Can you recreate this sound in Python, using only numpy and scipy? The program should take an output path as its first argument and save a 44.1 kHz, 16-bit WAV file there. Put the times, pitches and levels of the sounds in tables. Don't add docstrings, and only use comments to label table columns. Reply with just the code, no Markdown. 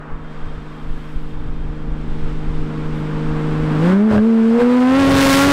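import sys
import numpy as np
from scipy import signal
from scipy.fft import rfft, irfft, next_fast_len
from scipy.io import wavfile

SR = 44100
rng = np.random.default_rng(int(sys.argv[2]) if len(sys.argv) > 2 else 0)


def to_wav(s):
    ch = np.atleast_2d(s).T
    pcm = np.round(np.clip(ch, -1, 1) * 32767)
    wavfile.write(sys.argv[1], SR, pcm.astype(np.int16))


N = 243431
TIME = np.arange(N) / SR
CYLINDERS = 6


def from_db(db):
    return 10 ** (np.asarray(db) / 20)


def unit_power(x):
    return x / np.sqrt(np.mean(x ** 2) + 1e-20)


def ramp(x, start, end):
    return np.clip((x - start) / (end - start), 0, 1)


def bell(s, width_s):
    return np.exp(-((TIME - s) / width_s) ** 2)


def in_time(rows):
    s, *columns = np.transpose(rows)
    return [np.interp(TIME, s, column) for column in columns]


def gain_at(response, hz):
    points_hz, db = np.transpose(response)
    hz = np.maximum(hz, 1)
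    return from_db(np.interp(np.log(hz), np.log(points_hz), db)) / np.maximum(hz / points_hz[-1], 1) ** 2


def drift(rate):
    step, settling = 40, 2000
    pole = np.exp(-2 * np.pi * rate * step / SR)
    white = rng.standard_normal(N // step + settling + 2)
    slow = signal.lfilter([1], [1, -2 * pole, pole * pole], white)[settling:]
    return np.interp(np.arange(N) / step, np.arange(len(slow)), unit_power(slow))


def noise(spectrum):
    size = next_fast_len(N)
    hz = np.arange(size // 2 + 1) * SR / size
    return unit_power(irfft(rfft(rng.standard_normal(size)) * gain_at(spectrum, hz), size)[:N])


def resonant_noise(hz, width_hz):
    r = np.exp(-np.pi * width_hz / SR)
    section = [1 - r, 0, r - 1, 1, -2 * r * np.cos(2 * np.pi * hz / SR), r * r]
    return unit_power(signal.sosfilt([section, section], rng.standard_normal(N)))


def ring(impulses, hz, t60):
    r, w = np.exp(-np.log(1000) / (t60 * SR)), 2 * np.pi * hz / SR
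    return signal.lfilter([0, np.sin(w)], [1, -2 * r * np.cos(w), r * r], impulses + 1e-18)


def decay(x, seconds):
    return signal.lfilter([1], [1, -np.exp(-1 / (seconds * SR))], x + 1e-18)


# frequency in Hz, relative density in dB.
WIND_SPECTRUM = [(3, 4), (6, 11), (11, 16), (17, 13), (25, 5), (39, -4), (62, -11), (100, -17), (200, -32)]
# time in seconds, level in dB.
BREEZE_LEVELS = [(0, -30.5), (1.3, -18.5), (2.3, -15), (3.6, -17), (3.95, -24.5), (4.6, -25.5)]
# centre in seconds, level in dB.
GUSTS = [(.16, -16), (.46, -16.5), (.58, -21), (.9, -16), (1.39, -17.5), (1.49, -17.5), (1.66, -12.5),
         (1.9, -20), (2.12, -18.5), (2.23, -18), (2.45, -24), (2.6, -21), (2.84, -22), (3.3, -19),
         (3.64, -14)]
# start in seconds, peak in dB, swell time constant in seconds.
BUFFETS = [(0.095, -10, .018), (0.435, -20, .005), (0.83, -14, .014), (1.158, -5, .006), (2.07, -13, .008),
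           (2.33, -18, .004)]
# start in seconds, length in seconds, level in dB.
RUSTLES = [(.7, 0.75, -71.5), (2.945, 0.081, -67), (3.39, 0.014, -64)]


def breeze():
    steady = from_db(in_time(BREEZE_LEVELS)[0] + 2 * drift(4.2))
    gusts = sum(from_db(db) * bell(s, width_s=0.05) for s, db in GUSTS)
    pressure = (steady + gusts) * noise(WIND_SPECTRUM)
    for s, db, swell_s in BUFFETS:
        age = np.clip((TIME - s) / swell_s, 0, 20)
        pressure -= from_db(db) * (age / 2) ** 2 * np.exp(2 - age)
    rustling = sum(from_db(db) * bell(s + length / 2, length / 2) for s, length, db in RUSTLES)
    grit = from_db(2.5 * drift(120)) * resonant_noise(hz=10500, width_hz=9000)
    return pressure + rustling * grit


PASS_S, SPEED_M_PER_S, CLOSEST_M = 5.307, 11.77, 1.835
HIDDEN_M, CLEAR_M = 49.4, 17.5
SHIELD_M = 12.5
THROTTLE_S, OPENING_S, BARK_S, SHIFT_S = 3.782, 0.19, 3.91, 4.135


def ahead_m():
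    return SPEED_M_PER_S * (PASS_S - TIME)


def voice_gain(voice):
    close_db, doubling_db, crest_db, load_db, bark_db, rear_db = voice
    ahead = ahead_m()
    doublings = np.log2(np.hypot(ahead, CLOSEST_M) / CLOSEST_M)
    path_loss_db = doubling_db * doublings + crest_db * ramp(ahead, CLEAR_M, HIDDEN_M)
    facing_db = rear_db * ramp(ahead, SHIELD_M, 0)
    shift_cut = 0.89 * bell(SHIFT_S, width_s=0.04)
    load = ramp(TIME, THROTTLE_S, THROTTLE_S + OPENING_S) * (1 - shift_cut)
    engine_db = load_db * load + bark_db * bell(BARK_S, width_s=0.1)
    return from_db(close_db - path_loss_db + facing_db + engine_db)


# time in seconds, roar level in dB, hiss level in dB.
FAR_ROAD = [(0.03, -38, -61), (0.2, -41, -60), (0.35, -40.5, -52), (1.31, -47, -53), (1.36, -45, -57),
            (1.98, -50, -54), (2.2, -48.5, -49)]
# frequency in Hz, relative density in dB.
ROAR_SPECTRUM = [(100, -10.5), (250, -8.5), (450, 0), (660, -1), (850, 0.5), (1150, 0.5), (1550, -3),
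                 (2000, -11), (2800, -19.5), (4500, -47.5), (9000, -36)]
HISS_SPECTRUM = [(800, -21), (2000, 2), (3300, -2), (4000, -6.5), (5300, -11.5), (6200, -17), (8500, -17),
                 (9800, -29.5), (13000, -32), (15500, -33.5)]
SPRAY_SPECTRUM = [(2000, 0.5), (5000, 2), (6500, -4.5), (9000, -0.5), (10800, -15), (13000, -10),
                  (16000, -17)]
ROAR_VOICE = (-8.5, 6.5, 8.5, -1, 4.5, 19)
HISS_VOICE = (-4, 11.5, -1.5, -2, 7, 14)
SPRAY_VOICE = (-3.5, 16, 33, -2.5, 6.5, 8.5)
# frequency in Hz, resonator bandwidth in Hz, level in dB.
WHINE_BANDS = [(3220, 45, -63), (3596, 38, -65)]


def road_noise(phase):
    far_roar_db, far_hiss_db = in_time(FAR_ROAD)
    roar_gain = np.hypot(voice_gain(ROAR_VOICE), from_db(far_roar_db))
    hiss_gain = np.hypot(voice_gain(HISS_VOICE), from_db(far_hiss_db))
    throb = unit_power(1 + 0.09 * np.cos(phase) + 0.054 * np.cos(phase / 2))
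    lowpass = signal.butter(3, 5000, fs=SR, output="sos")
    roar = roar_gain * from_db(0.72 * drift(6.7)) * throb * signal.sosfilt(lowpass, noise(ROAR_SPECTRUM))
    hiss = hiss_gain * from_db(0.5 * drift(5)) * noise(HISS_SPECTRUM)
    whine = sum(from_db(db) * resonant_noise(hz, width) for hz, width, db in WHINE_BANDS)
    spray = voice_gain(SPRAY_VOICE) * noise(SPRAY_SPECTRUM)
    return roar + hiss + spray + whine * ramp(TIME, 0, 0.29)


# frequency in Hz, gain in dB.
SILENCER_RESPONSE = [(60, -5.5), (200, 3), (310, -1), (470, -2.5), (560, -3.5), (680, -16.5), (1100, -21.5),
                     (2200, -21)]


def harmonics(orders, phase, hz, flutter, rate, response=SILENCER_RESPONSE):
    total = 0
    for multiple, db in orders:
        angle = multiple * phase + rng.uniform(0, 2 * np.pi)
        wave = (1 + flutter * drift(rate)) * np.sin(angle) + flutter * drift(rate) * np.cos(angle)
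        total += np.sqrt(2) * from_db(db) * gain_at(response, multiple * hz) * wave
    return total


# multiple of the six-firing cycle, level before the silencer in dB.
THROB_ORDERS = [(2, -4), (3, -8.5), (4, -7)]
# frequency in Hz, relative density in dB.
CHURN_SPECTRUM = [(10, 3), (30, 9.5), (70, -15), (110, 5), (180, -7.5), (300, -13.5), (700, -38.5)]


def wake(phase, firing_hz):
    full_db, reach_m, loss_db_per_m = 9.5, 2.2, 8.5
    throb = harmonics(THROB_ORDERS, phase / CYLINDERS, firing_hz / CYLINDERS, flutter=0.28, rate=6)
    gain = from_db(full_db - loss_db_per_m * np.maximum(ahead_m() - reach_m, 0))
    return gain * (noise(CHURN_SPECTRUM) + throb)


# start in seconds, thump in dB, crack in dB.
POPS_AND_CRACK = [(4.113, -13, -5.5), (4.127, -12.5, -19), (4.135, -12, -29), (4.149, -16, -16),
                  (4.155, -12.5, -9.5), (4.165, -10, -24), (4.180, -10, 1), (4.191, -11.5, -3),
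                  (4.617, -16, 5)]
# frequency in Hz, gain in dB, time to fall 60 dB in seconds.
THUMP_MODES = [(112, -1, 0.052), (330, -2, 0.0095), (575, -2.5, 0.037)]
CRACK_MODES = [(1450, -20, 0.01), (1607, -13, 0.024), (2660, -23, 0.0059)]


def pops_and_crack():
    start_s, thump_db, crack_db = np.transpose(POPS_AND_CRACK)
    onsets = (start_s * SR).astype(int)
    thumps = np.bincount(onsets, from_db(thump_db), N)
    cracks = np.bincount(onsets, from_db(crack_db), N)
    low = sum(from_db(db) * ring(thumps, hz, t60) for hz, db, t60 in THUMP_MODES)
    bright = sum(from_db(db) * ring(cracks, hz, t60) for hz, db, t60 in CRACK_MODES)
    puff = from_db(-26) * decay(thumps, seconds=0.0056) * noise(ROAR_SPECTRUM)
    return bright - low + puff


# frequency in Hz, gain in dB.
SNARL_RESPONSE = [(550, -15.5), (810, -6.5), (1000, -8.5), (1200, -10.5), (1400, -4.5), (1680, -9),
                  (2000, -15.5), (2600, -22.5), (3600, -41.5)]
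SNARL_VOICE = (-23.5, 9.5, -12, 12, 15, 24)


def snarl(phase, firing_hz):
    bank_orders = [(k, -6 * (k % 2)) for k in range(6, 25)]
    rasp = harmonics(bank_orders, phase / 2, firing_hz / 2, flutter=0.55, rate=14, response=SNARL_RESPONSE)
    return voice_gain(SNARL_VOICE) * rasp


# multiple of the firing rate, level before the silencer in dB.
OVERTONES = [(2, 0.5), (3, -1.5), (4, -13.5), (5, -10.5), (6, -4)]
# multiple of the six-firing cycle, level before the silencer in dB.
BURBLE_ORDERS = [(2, -4.5), (3, -13.5), (4, -6), (7, -7.5), (8, -1), (9, 1.5), (10, 3.5), (11, -3.5),
                 (13, -23.5), (14, -6.5), (15, -1), (16, -4), (17, -8), (19, -14), (20, -10), (21, -4),
                 (27, -8), (33, -8)]
# centre in seconds, width in seconds, share of amplitude lost.
NOTE_DIPS = [(4.63, 0.1, 0.3), (4.603, 0.021, 0.92)]
NOTE_VOICE = (1.12, 5.85, 9.3, 10.7, 1.3, 9.57)
OVERTONE_VOICE = (-5.5, 6.0, 9, 6.5, 2.0, 16.5)
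BURBLE_VOICE = (-16.0, 6.0, 6, -4, 5, 15.5)


def exhaust(phase, firing_hz):
    pipe_hz, howl_width_hz = 478, 18
    dips = np.prod([1 - share * bell(s, width_s) for s, width_s, share in NOTE_DIPS], axis=0)
    note = from_db(0.5 * drift(20)) * dips * np.sin(phase)
    tuning = np.exp(-((2 * firing_hz - pipe_hz) / howl_width_hz) ** 2)
    howl = from_db(-10) * tuning * np.sin(2 * phase)
    overtones = harmonics(OVERTONES, phase, firing_hz, flutter=0.18, rate=11.7)
    burble = harmonics(BURBLE_ORDERS, phase / CYLINDERS, firing_hz / CYLINDERS, flutter=0.31, rate=5)
    box_boom = from_db(4) * resonant_noise(hz=229.5, width_hz=40)
    gas_rush = from_db(-30.5) * resonant_noise(pipe_hz, width_hz=310)
    return (np.sqrt(2) * voice_gain(NOTE_VOICE) * (note + howl + gas_rush)
            + voice_gain(OVERTONE_VOICE) * overtones
            + voice_gain(BURBLE_VOICE) * (burble + box_boom))


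# time in seconds, firing rate in Hz.
CRUISE_RATES = [(0.0, 151.3), (0.14, 154.3), (0.56, 152.9), (1.59, 152.8), (2.6, 153.4), (2.66, 154.1),
                (3.76, 154.0)]
PULL_RATES = [(3.79, 153.8), (3.91, 185.3), (4.024, 210.4), (4.072, 220.3), (4.126, 213.1), (4.178, 207.5),
              (4.252, 223.6), (4.28, 228.3), (4.4, 223.4), (4.516, 227.6), (4.612, 242.1), (4.746, 246.8),
              (4.872, 256.2), (5.002, 276.4), (5.04, 272.9), (5.272, 273.4), (5.3, 272.0), (5.42, 275.1),
              (5.444, 278.8), (5.52, 281.2)]


def scene():
    wander = 0.0023 * drift(8.5)
    rear_jitter = 0.0073 * ramp(ahead_m(), SHIELD_M, 0) * drift(81)
    firing_hz = in_time([*CRUISE_RATES, *PULL_RATES])[0] * (1 + wander + rear_jitter)
    phase = 2 * np.pi * np.cumsum(firing_hz) / SR
    engine = exhaust(phase, firing_hz) + snarl(phase, firing_hz)
    car = engine + road_noise(phase) + wake(phase, firing_hz) + pops_and_crack()
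    return (car + breeze())[None]


def limiter(x, limit_db, attack_s, release_db_per_s):
    level_db = 10 * np.log10(decay(x ** 2, attack_s) / (attack_s * SR) + 1e-12)
    release_db = release_db_per_s * TIME
    held_db = np.maximum.accumulate(level_db + release_db, axis=-1) - release_db
    return x * from_db(-np.maximum(held_db - limit_db, 0))


def record(dry):
    ceiling, coupling_hz, cutoff_hz = from_db(6.5), 28, 15750
    drive = signal.resample_poly(dry, 2, 1, axis=-1) / ceiling
    clipped = ceiling * signal.resample_poly(drive / (1 + drive ** 8) ** (1 / 8), 1, 2, axis=-1)
    coupled = signal.sosfilt(signal.butter(1, coupling_hz, "high", fs=SR, output="sos"), clipped)
    held = limiter(coupled, limit_db=-11.5, attack_s=0.0049, release_db_per_s=205.5)
    return signal.fftconvolve(held, signal.firwin(401, cutoff_hz, fs=SR)[None], "same")


dry = scene()
out = record(dry)
to_wav(out)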